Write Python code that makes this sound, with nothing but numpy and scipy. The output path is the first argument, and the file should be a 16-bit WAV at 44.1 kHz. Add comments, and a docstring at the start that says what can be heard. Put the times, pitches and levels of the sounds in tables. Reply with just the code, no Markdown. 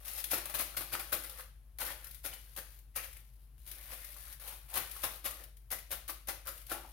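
"""An appliance hums low in a live room as hands fold aluminium foil over a lock of hair with a comb.
For the first second and a half, creases give way in swarms of tiny bright clicks, while the flat
panels between them buckle with a lower rattle and pop. Then the hands pat and smooth the packet:
scattered presses, sharp snaps, soft swishes of a palm. From about five seconds the presses come
closer together, a few with a knock, as the foil is pushed flat. The room answers each one."""
import sys
import numpy as np
from scipy import signal
from scipy.fft import rfft, irfft, next_fast_len
from scipy.io import wavfile
from scipy.ndimage import uniform_filter1d, map_coordinates

SR = 44100
rng = np.random.default_rng(int(sys.argv[2]) if len(sys.argv) > 2 else 0)


def master(y):
    """Save y as 16-bit WAV."""
    cut = np.clip(np.atleast_2d(y).T, -1, 1)
    pcm = np.round(cut * 32767)  # scale
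    wavfile.write(sys.argv[1], SR, pcm.astype(np.int16))


N = 305172


def amp(db):
    """Decibels to gain."""
    return 10 ** (np.asarray(db) / 20)


def curve_at(points, hz):
    """Read a curve of (freq_hz, value) points on a log-frequency axis."""
    freqs, values = np.transpose(points)
    return np.interp(np.log(hz + 1), np.log(freqs), values)


def bell(hz, centre_hz, octaves):
    """An EQ bell on a log-frequency axis."""
    return np.exp(-(np.log2((hz + 1) / centre_hz) / octaves) ** 2 / 2)


def filtered(x, response):
    """EQ x with a gain given as a function of frequency."""
    size = x.shape[-1]
    padded = next_fast_len(size + 8192)
    return irfft(rfft(x, padded) * response(np.fft.rfftfreq(padded, 1 / SR)), padded)[..., :size]


def add(track, start_s, sound):
    """Mix a sound in at a time."""
    start = max(round(start_s * SR), 0)
    part = track[:, start:start + sound.shape[1]]
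    part += sound[:, :part.shape[1]]


# How alike left and right are: freq_hz, correlation
STEREO_LIKENESS = [(100, 0.79), (500, 0.84), (1500, 0.41), (3000, 0.38), (6000, 0.039), (10000, 0.21),
                   (16000, -0.97)]
def stereo_noise(size):
    """Noise that is narrow in the bass, wide in the treble and out of phase at the very top."""
    def mid_side_gains(hz):
        angle = np.arccos(np.clip(curve_at(STEREO_LIKENESS, hz), -1, 1)) / 2
        return np.array([np.cos(angle), np.sin(angle)])
    mid, side = filtered(rng.standard_normal((2, size)), mid_side_gains)
    return np.array([mid + side, mid - side])


# Colour of the room air: freq_hz, gain_db
AIR_EQ = [(20, -18), (35, -28), (48, -16), (62, 3.5), (85, -11.5), (110, -9.5), (140, -10), (170, -21),
          (400, -30.5), (1000, -33.5), (3000, -38), (8000, -44), (11000, -30.5), (16000, -38)]
# Partials of the appliance hum: pitch_hz, level_db
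HUM_PARTIALS = [(49.3, -55.5), (60, -70.5), (120, -78.5)]
def background(air_db):
    """A low appliance hum over faint room air."""
    t = np.arange(N) / SR
    air = filtered(stereo_noise(N), lambda hz: amp(curve_at(AIR_EQ, hz)))
    hum = sum(amp(db) * np.sqrt(2) * np.sin(2 * np.pi * (hz * t + rng.random()))
              for hz, db in HUM_PARTIALS)
    return hum + amp(air_db) * air / air.mean(0).std()


# Reverb time of the room by band: freq_hz, t60_s
ROOM_DECAY = [(200, 0.34), (1000, 0.34), (3000, 0.45), (8000, 0.37), (15000, 0.24)]
def room_tail(t):
    """Dense random room modes, each band dying at its own speed."""
    noise, tail = stereo_noise(len(t)), 0
    centres_hz = [hz for hz, _ in ROOM_DECAY]
    for weights, (_, t60) in zip(np.eye(len(ROOM_DECAY)), ROOM_DECAY):
        band = list(zip(centres_hz, weights))
        tail += filtered(noise, lambda hz: curve_at(band, hz)) * amp(-60 * t / t60)
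    return tail


def room(foil, early_db, early_s, tail_db, spots=8):
    """Near surfaces answer first, then the whole room; each spot on the sheet has its own echoes."""
    t, wet = np.arange(SR // 2) / SR, np.zeros((2, N))
    active_spot = rng.integers(spots, size=N)[np.arange(N) // 220]  # drawn anew every 5 ms
    for spot in range(spots):
        early = stereo_noise(len(t)) * np.exp(-t / early_s)
        tail = room_tail(t) * (1 - np.exp(-t / 0.012))
        echo = sum(amp(db) * part / np.linalg.norm(part[0])
                   for db, part in ((early_db, early), (tail_db, tail)))
        send = np.sqrt(np.abs(uniform_filter1d(1. * (active_spot == spot), size=128)))
        add(wet, .003, signal.fftconvolve(foil * send, echo, axes=1))
    return wet


# Colour of the foil's flat panels, under rubs, pops and rattle alike: freq_hz, gain_db
PANEL_EQ = [(40, -26), (100, 1), (170, -16.5), (278, -10.5), (336, 2), (375, -13), (447, -17), (549, 5.5),
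            (675, -7), (803, -0.5), (941, -6), (1120, -1.5), (1420, -1.5), (2250, -4), (6400, -15.5),
            (7500, -17), (9750, -18), (16500, -120)]
# Palm strokes over the sheet: peak_s, level_db, centre_hz, half_length_s
PALM_STROKES = [(1.151, -50, 540, 0.018), (1.398, -53, 1350, 0.0092), (1.887, -45, 1700, 0.011),
                (2.049, -57.5, 1670, 0.021), (2.31, -57.5, 2240, 0.031), (2.984, -45, 2200, 0.014),
                (3.95, -62.5, 2000, 0.12), (4.299, -62, 1740, 0.035), (4.42, -60, 1540, 0.01),
                (4.495, -54.5, 860, 0.031), (4.758, -54.5, 850, 0.032), (5.419, -57.5, 486, .025),
                (6.485, -48.5, 1320, 0.014), (6.726, -50.5, 1320, 0.01), (6.761, -49, 794, .027),
                (6.848, -57.5, 880, .017)]
def palm_rubs(gain_db, octaves, skirt_db, rough_db, slip_hz):
    """Skin slides on foil in small uneven slips: a grainy swish, tuned by the hollow under the palm."""
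    track, t = np.zeros((2, N)), np.arange(-SR // 3, SR // 3) / SR
    for peak_s, db, centre_hz, half_length_s in PALM_STROKES:
        def colour(hz):
            return amp(curve_at(PANEL_EQ, hz)) * (bell(hz, centre_hz, octaves) + amp(skirt_db))
        swish = filtered(stereo_noise(len(t)), colour)
        slips = map_coordinates(rng.standard_normal(512), [(t - t[0]) * slip_hz], mode='wrap')
        swish *= amp(rough_db * slips)
        swell = np.exp(-(t / half_length_s) ** 2 / 2)
        add(track, peak_s + t[0], amp(db + gain_db) * swish / swish.mean(0).std() * swell)
    return track


def facet_clicks(eq, crack, accent_db, count, t60_s=0.036):
    """Facets of foil give way: unit-energy cracks that ring briefly, each with its own peak or notch."""
    size = 1024
    t = np.arange(size) / SR
    noise = stereo_noise(size * count).reshape(2, count, size).swapaxes(0, 1)
    bursts = noise * amp(-60 * t / t60_s) * (1 + crack * np.exp(-t / 0.00022))
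    bursts = np.pad(bursts, ((0, 0), (0, 0), (64, 0)))  # space for the EQ's pre-ring
    hz = np.fft.rfftfreq(2 * size, 1 / SR)
    accent_hz = 1500 * 2 ** rng.standard_normal((count, 1, 1))
    colour = amp(curve_at(eq, hz) + accent_db * bell(hz, accent_hz, octaves=0.048))
    clicks = irfft(rfft(bursts, 2 * size) * colour)[..., :size]
    return clicks / np.linalg.norm(clicks.mean(1), axis=1)[:, None, None]


# A flat panel flips over: start_s, level_db, pitch_hz
PANEL_POPS = [(.333, -29, 603), (0.747, -39.5, 1400), (.951, -23, 1310), (2.33, -37.5, 3020),
              (3.167, -45.5, 2240), (4.164, -44.5, 1170), (4.964, -40.5, 1250), (5.725, -37, 1570),
              (6.095, -32, 1200), (6.479, -36.5, 1300), (6.717, -32.5, 1410)]
# A firm push knocks the whole packet: start_s, level_db
PACKET_KNOCKS = [(.333, -33.5), (.6, -40), (.937, -38.5), (1.126, -31), (5.036, -45.5), (6.285, -39.5),
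                 (6.717, -29)]
# Low-mid ring of the room, with brief foil tones, after a firm push: pitch_hz, gain_db, t60_s
KNOCK_RING = [(336, -16.5, 0.25), (587, -7, 0.037), (673, -12.5, 0.087), (1347, -3.5, 0.027)]
def pops_and_knocks(rattle_gain, pop_t60_s):
    """A flipping panel swings briefly, a knock sets the room ringing; both shake the nearby facets."""
    track, t = np.zeros((2, N)), np.arange(SR // 6) / SR
    hits = [(start_s, db, [(hz, 0, pop_t60_s)]) for start_s, db, hz in PANEL_POPS]
    hits += [(start_s, db, KNOCK_RING) for start_s, db in PACKET_KNOCKS]
    rattles = facet_clicks(PANEL_EQ, crack=1.5, accent_db=-2, count=len(hits))
    attack = 1 - np.exp(-t / .0003)
    for (start_s, db, modes), rattle in zip(hits, rattles):
        ring = sum(np.sin(2 * np.pi * hz * t) * amp(mode_db - 60 * t / t60) for hz, mode_db, t60 in modes)
        add(track, start_s, amp(db) * ring[None] * attack)
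        add(track, start_s, amp(db) * rattle_gain * rattle)
    return track


# Bright colour of snaps and crackle, including the microphone's treble lift above 9 kHz: freq_hz, gain_db
BRIGHT_EQ = [(600, -27.5), (2000, -11), (4000, -10), (6500, -12.5), (8000, -15.5), (9300, -5),
             (11500, -0.5), (13500, -2.5), (15500, -6.5), (16500, -17)]
# The loudest single creases snapping through: start_s, level_db
CREASE_SNAPS = [(.049, -30.5), (0.0792, -22.5), (0.24, -16.5), (.377, -21.5), (0.4542, -21.5), (0.539, -30),
                (0.7693, -35), (1.126, -24), (1.294, -27), (1.784, -26), (1.806, -28), (2.0422, -27.5),
                (2.068, -32), (2.1096, -32), (2.1443, -30.5), (2.562, -26.5), (2.9606, -22), (2.786, -40.5),
                (3.1278, -35.5), (3.167, -35), (3.713, -26), (4.044, -28), (4.1643, -36), (4.325, -30),
                (4.7382, -21), (4.911, -25.5), (4.9633, -28.5), (5.017, -27.5), (5.308, -27), (5.4374, -32),
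                (5.568, -40.5), (5.703, -28), (5.714, -20), (5.7859, -31), (5.913, -19), (6.0773, -27),
                (6.271, -30), (6.284, -25.5), (6.575, -34), (6.6143, -37), (6.6648, -33.5), (6.6956, -28),
                (6.716, -25)]
def crease_snaps(gain_db, run_s, steps=4, step_drop_db=2.4):
    """A stiff crease lets go in a quick run of ever smaller steps."""
    track = np.zeros((2, N))
    clicks = facet_clicks(BRIGHT_EQ, crack=1, accent_db=0, count=len(CREASE_SNAPS) * steps)
    for (start_s, db), run in zip(CREASE_SNAPS, clicks.reshape(len(CREASE_SNAPS), steps, 2, -1)):
        for step, click in enumerate(run):
            delay_s = run_s * (step + rng.uniform(-0.24, 0.4)) / steps
            add(track, start_s + delay_s, amp(db + gain_db - step_drop_db * step) * click)
    return track


def crackle(level, eq, rate_hz, crack, accent_db, facets=220, spread_db=5.5, reference_db=-50.5):
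    """A swarm of clicks, rate_hz at the reference level; more force gives more and bigger clicks."""
    clicks_per_s = rate_hz * (level / amp(reference_db)) ** .5
    sizes = amp(spread_db * np.clip(rng.standard_normal(N), -3, 2))
    sizes *= rng.random(N) < clicks_per_s / SR
    # neighbouring clicks share the strain that the hand puts in
    local_power = np.abs(uniform_filter1d(uniform_filter1d(sizes ** 2, size=500), size=500))
    gains = level * sizes / np.sqrt(local_power + 1e-9)
    # the hand travels, so only a few neighbouring facets are in play at a time
    facet = (np.arange(N) * facets // N + rng.integers(8, size=N)) % facets
    clicks, track = facet_clicks(eq, crack, accent_db, facets), np.zeros((2, N))
    for i in np.flatnonzero(gains):
        add(track, i / SR - .001, gains[i] * clicks[facet[i]])
    return track


def grip(t, start_s, end_s, attack_s=0.0114, release_s=0.03):
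    """Envelope of a steady hold on the sheet: attack, hold, release."""
    return np.clip((t - start_s) / attack_s, 0, 1) * np.exp(-np.maximum(t - end_s, 0) / release_s)


def press(t, peak_s, rise_s, fall_s=0.015, settle_db=-18, settle_s=0.074):
    """Envelope of a push: it swells and lets go, then the crushed foil creeps back ever more faintly."""
    before, after = np.maximum(peak_s - t, 0), np.maximum(t - peak_s, 0)
    swell = np.exp(-(before / rise_s) ** 2 / 2)
    settling = amp(settle_db) * np.exp(-after / settle_s)
    return swell * np.hypot(np.exp(-after / fall_s), settling)


# The hands keep working the sheet: start_s, end_s, crease_db, panel_db
HAND_GRIPS = [(-.02, 0.05, -61, -62), (0.045, 0.198, -49, -57), (0.23, 1.39, -56.5, -58.5),
              (1.83, 2.172, -60.5, -69.5), (2.325, 2.756, -63, -70.5), (2.997, 3.18, -61.5, -69),
              (3.18, 3.44, -73.5, -82), (3.564, 3.67, -68, -79), (3.662, 3.89, -55, -62.5),
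              (3.893, 4.324, -54.5, -63.5), (4.389, 4.539, -53, -57), (4.545, 4.71, -64.5, -68.5),
              (4.681, 5.166, -53.5, -59), (5.29, 5.41, -58, -60), (6.49, 6.606, -59, -63.5),
              (6.694, 6.92, -62.5, -68.5)]
# A hand crushes the sheet: peak_s, crease_db, panel_db, rise_s
HAND_PRESSES = [(0.194, -43.5, -54.5, 0.021), (0.316, -35, -45.5, 0.0069), (.342, -38, -40.5, 0.013),
                (0.376, -49.5, -46, .008), (0.457, -58, -49.5, .004), (.497, -47.5, -50, 0.0066),
                (0.547, -36.5, -42, 0.0054), (.605, -36, -41.5, 0.017), (0.771, -38.5, -41.5, 0.0038),
                (0.812, -45.5, -48, 0.0077), (0.936, -39, -42, 0.01), (.997, -42.5, -47, 0.0029),
                (1.13, -34, -38, 0.0056), (1.244, -47, -54, 0.0084), (1.405, -51, -57, 0.022),
                (1.818, -40.5, -43, 0.015), (1.871, -44.5, -51.5, 0.031), (1.915, -48.5, -48, 0.021),
                (2.259, -41, -47, 0.012), (2.334, -48.5, -59, 0.0078), (2.58, -44.5, -48, 0.0097),
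                (2.965, -39.5, -45.5, 0.0072), (3.043, -50, -54.5, 0.014), (3.68, -53, -65.5, 0.015),
                (3.933, -50, -53, 0.024), (4.484, -47, -59, 0.0089), (4.775, -36.5, -39, 0.02),
                (5.04, -37, -37.5, 0.0062), (5.262, -37.5, -43.5, 0.012), (5.724, -40, -44.5, 0.0091),
                (5.927, -42.5, -45, 0.014), (6.095, -41.5, -50, 0.0087), (6.291, -39, -42.5, 0.0093),
                (6.483, -43.5, -53.5, 0.015), (6.726, -42.5, -46.5, 0.02)]
def crumpling(grip_crease_gain_db, grip_panel_gain_db, press_gain_db, stray_gain_db, fold_end_s):
    """Grips and presses make creases crackle and panels rattle; stray ticks stand out during the fold."""
    t = np.arange(0, N, 16) / SR
    grip_power = press_power = 0  # rows: creases, panels
    for start_s, end_s, crease_db, panel_db in HAND_GRIPS:
        gains = amp([crease_db + grip_crease_gain_db, panel_db + grip_panel_gain_db])
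        grip_power += np.outer(gains, grip(t, start_s, end_s)) ** 2
    for peak_s, crease_db, panel_db, rise_s in HAND_PRESSES:
        gains = amp([crease_db, panel_db]) * amp(press_gain_db)
        press_power += np.outer(gains, press(t, peak_s, rise_s)) ** 2
    stray_power = grip_power[0] * (t < fold_end_s)
    crease, panel, stray = (np.interp(np.arange(N) / SR, t, np.sqrt(power))
                            for power in (*(grip_power + press_power), stray_power))
    return (crackle(crease, BRIGHT_EQ, rate_hz=700, crack=1.0, accent_db=-2.5)
            + crackle(panel, PANEL_EQ, rate_hz=700, crack=0.64, accent_db=11)
            + amp(stray_gain_db) * crackle(stray, BRIGHT_EQ, rate_hz=28, crack=1.5, accent_db=3))


def scene():
    """The foil, close by in its room, over the background."""
    foil = crumpling(grip_crease_gain_db=-2.5, grip_panel_gain_db=-4.0, press_gain_db=-0.5,
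                     stray_gain_db=-2.0, fold_end_s=1.5)
    foil += crease_snaps(gain_db=1.0, run_s=0.0044)
    foil += pops_and_knocks(rattle_gain=2.17, pop_t60_s=0.011)
    foil += palm_rubs(gain_db=-2.5, octaves=0.3, skirt_db=-12, rough_db=3, slip_hz=110)
    wet = room(foil, early_db=-6, early_s=.014, tail_db=-6)
    return foil + wet + background(air_db=-65)


# Stereo balance of the microphones: freq_hz, left_minus_right_db
LEFT_LEAN = [(60, 3.5), (200, 5), (700, 5), (3000, 4.5), (8000, 11), (11000, 5.5), (14000, 12.5)]
HIGH_CUT_HZ = 15900
def record(dry):
    """The left microphone hears more, above all in the treble; a steep high cut trims the top."""
    def balance(hz):
        lean = amp(curve_at(LEFT_LEAN, hz))
        return 2 * np.array([lean, np.ones_like(lean)]) / (1 + lean)
    return filtered(filtered(dry, balance), lambda hz: hz < HIGH_CUT_HZ)


dry = scene()
out = record(dry)
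master(out)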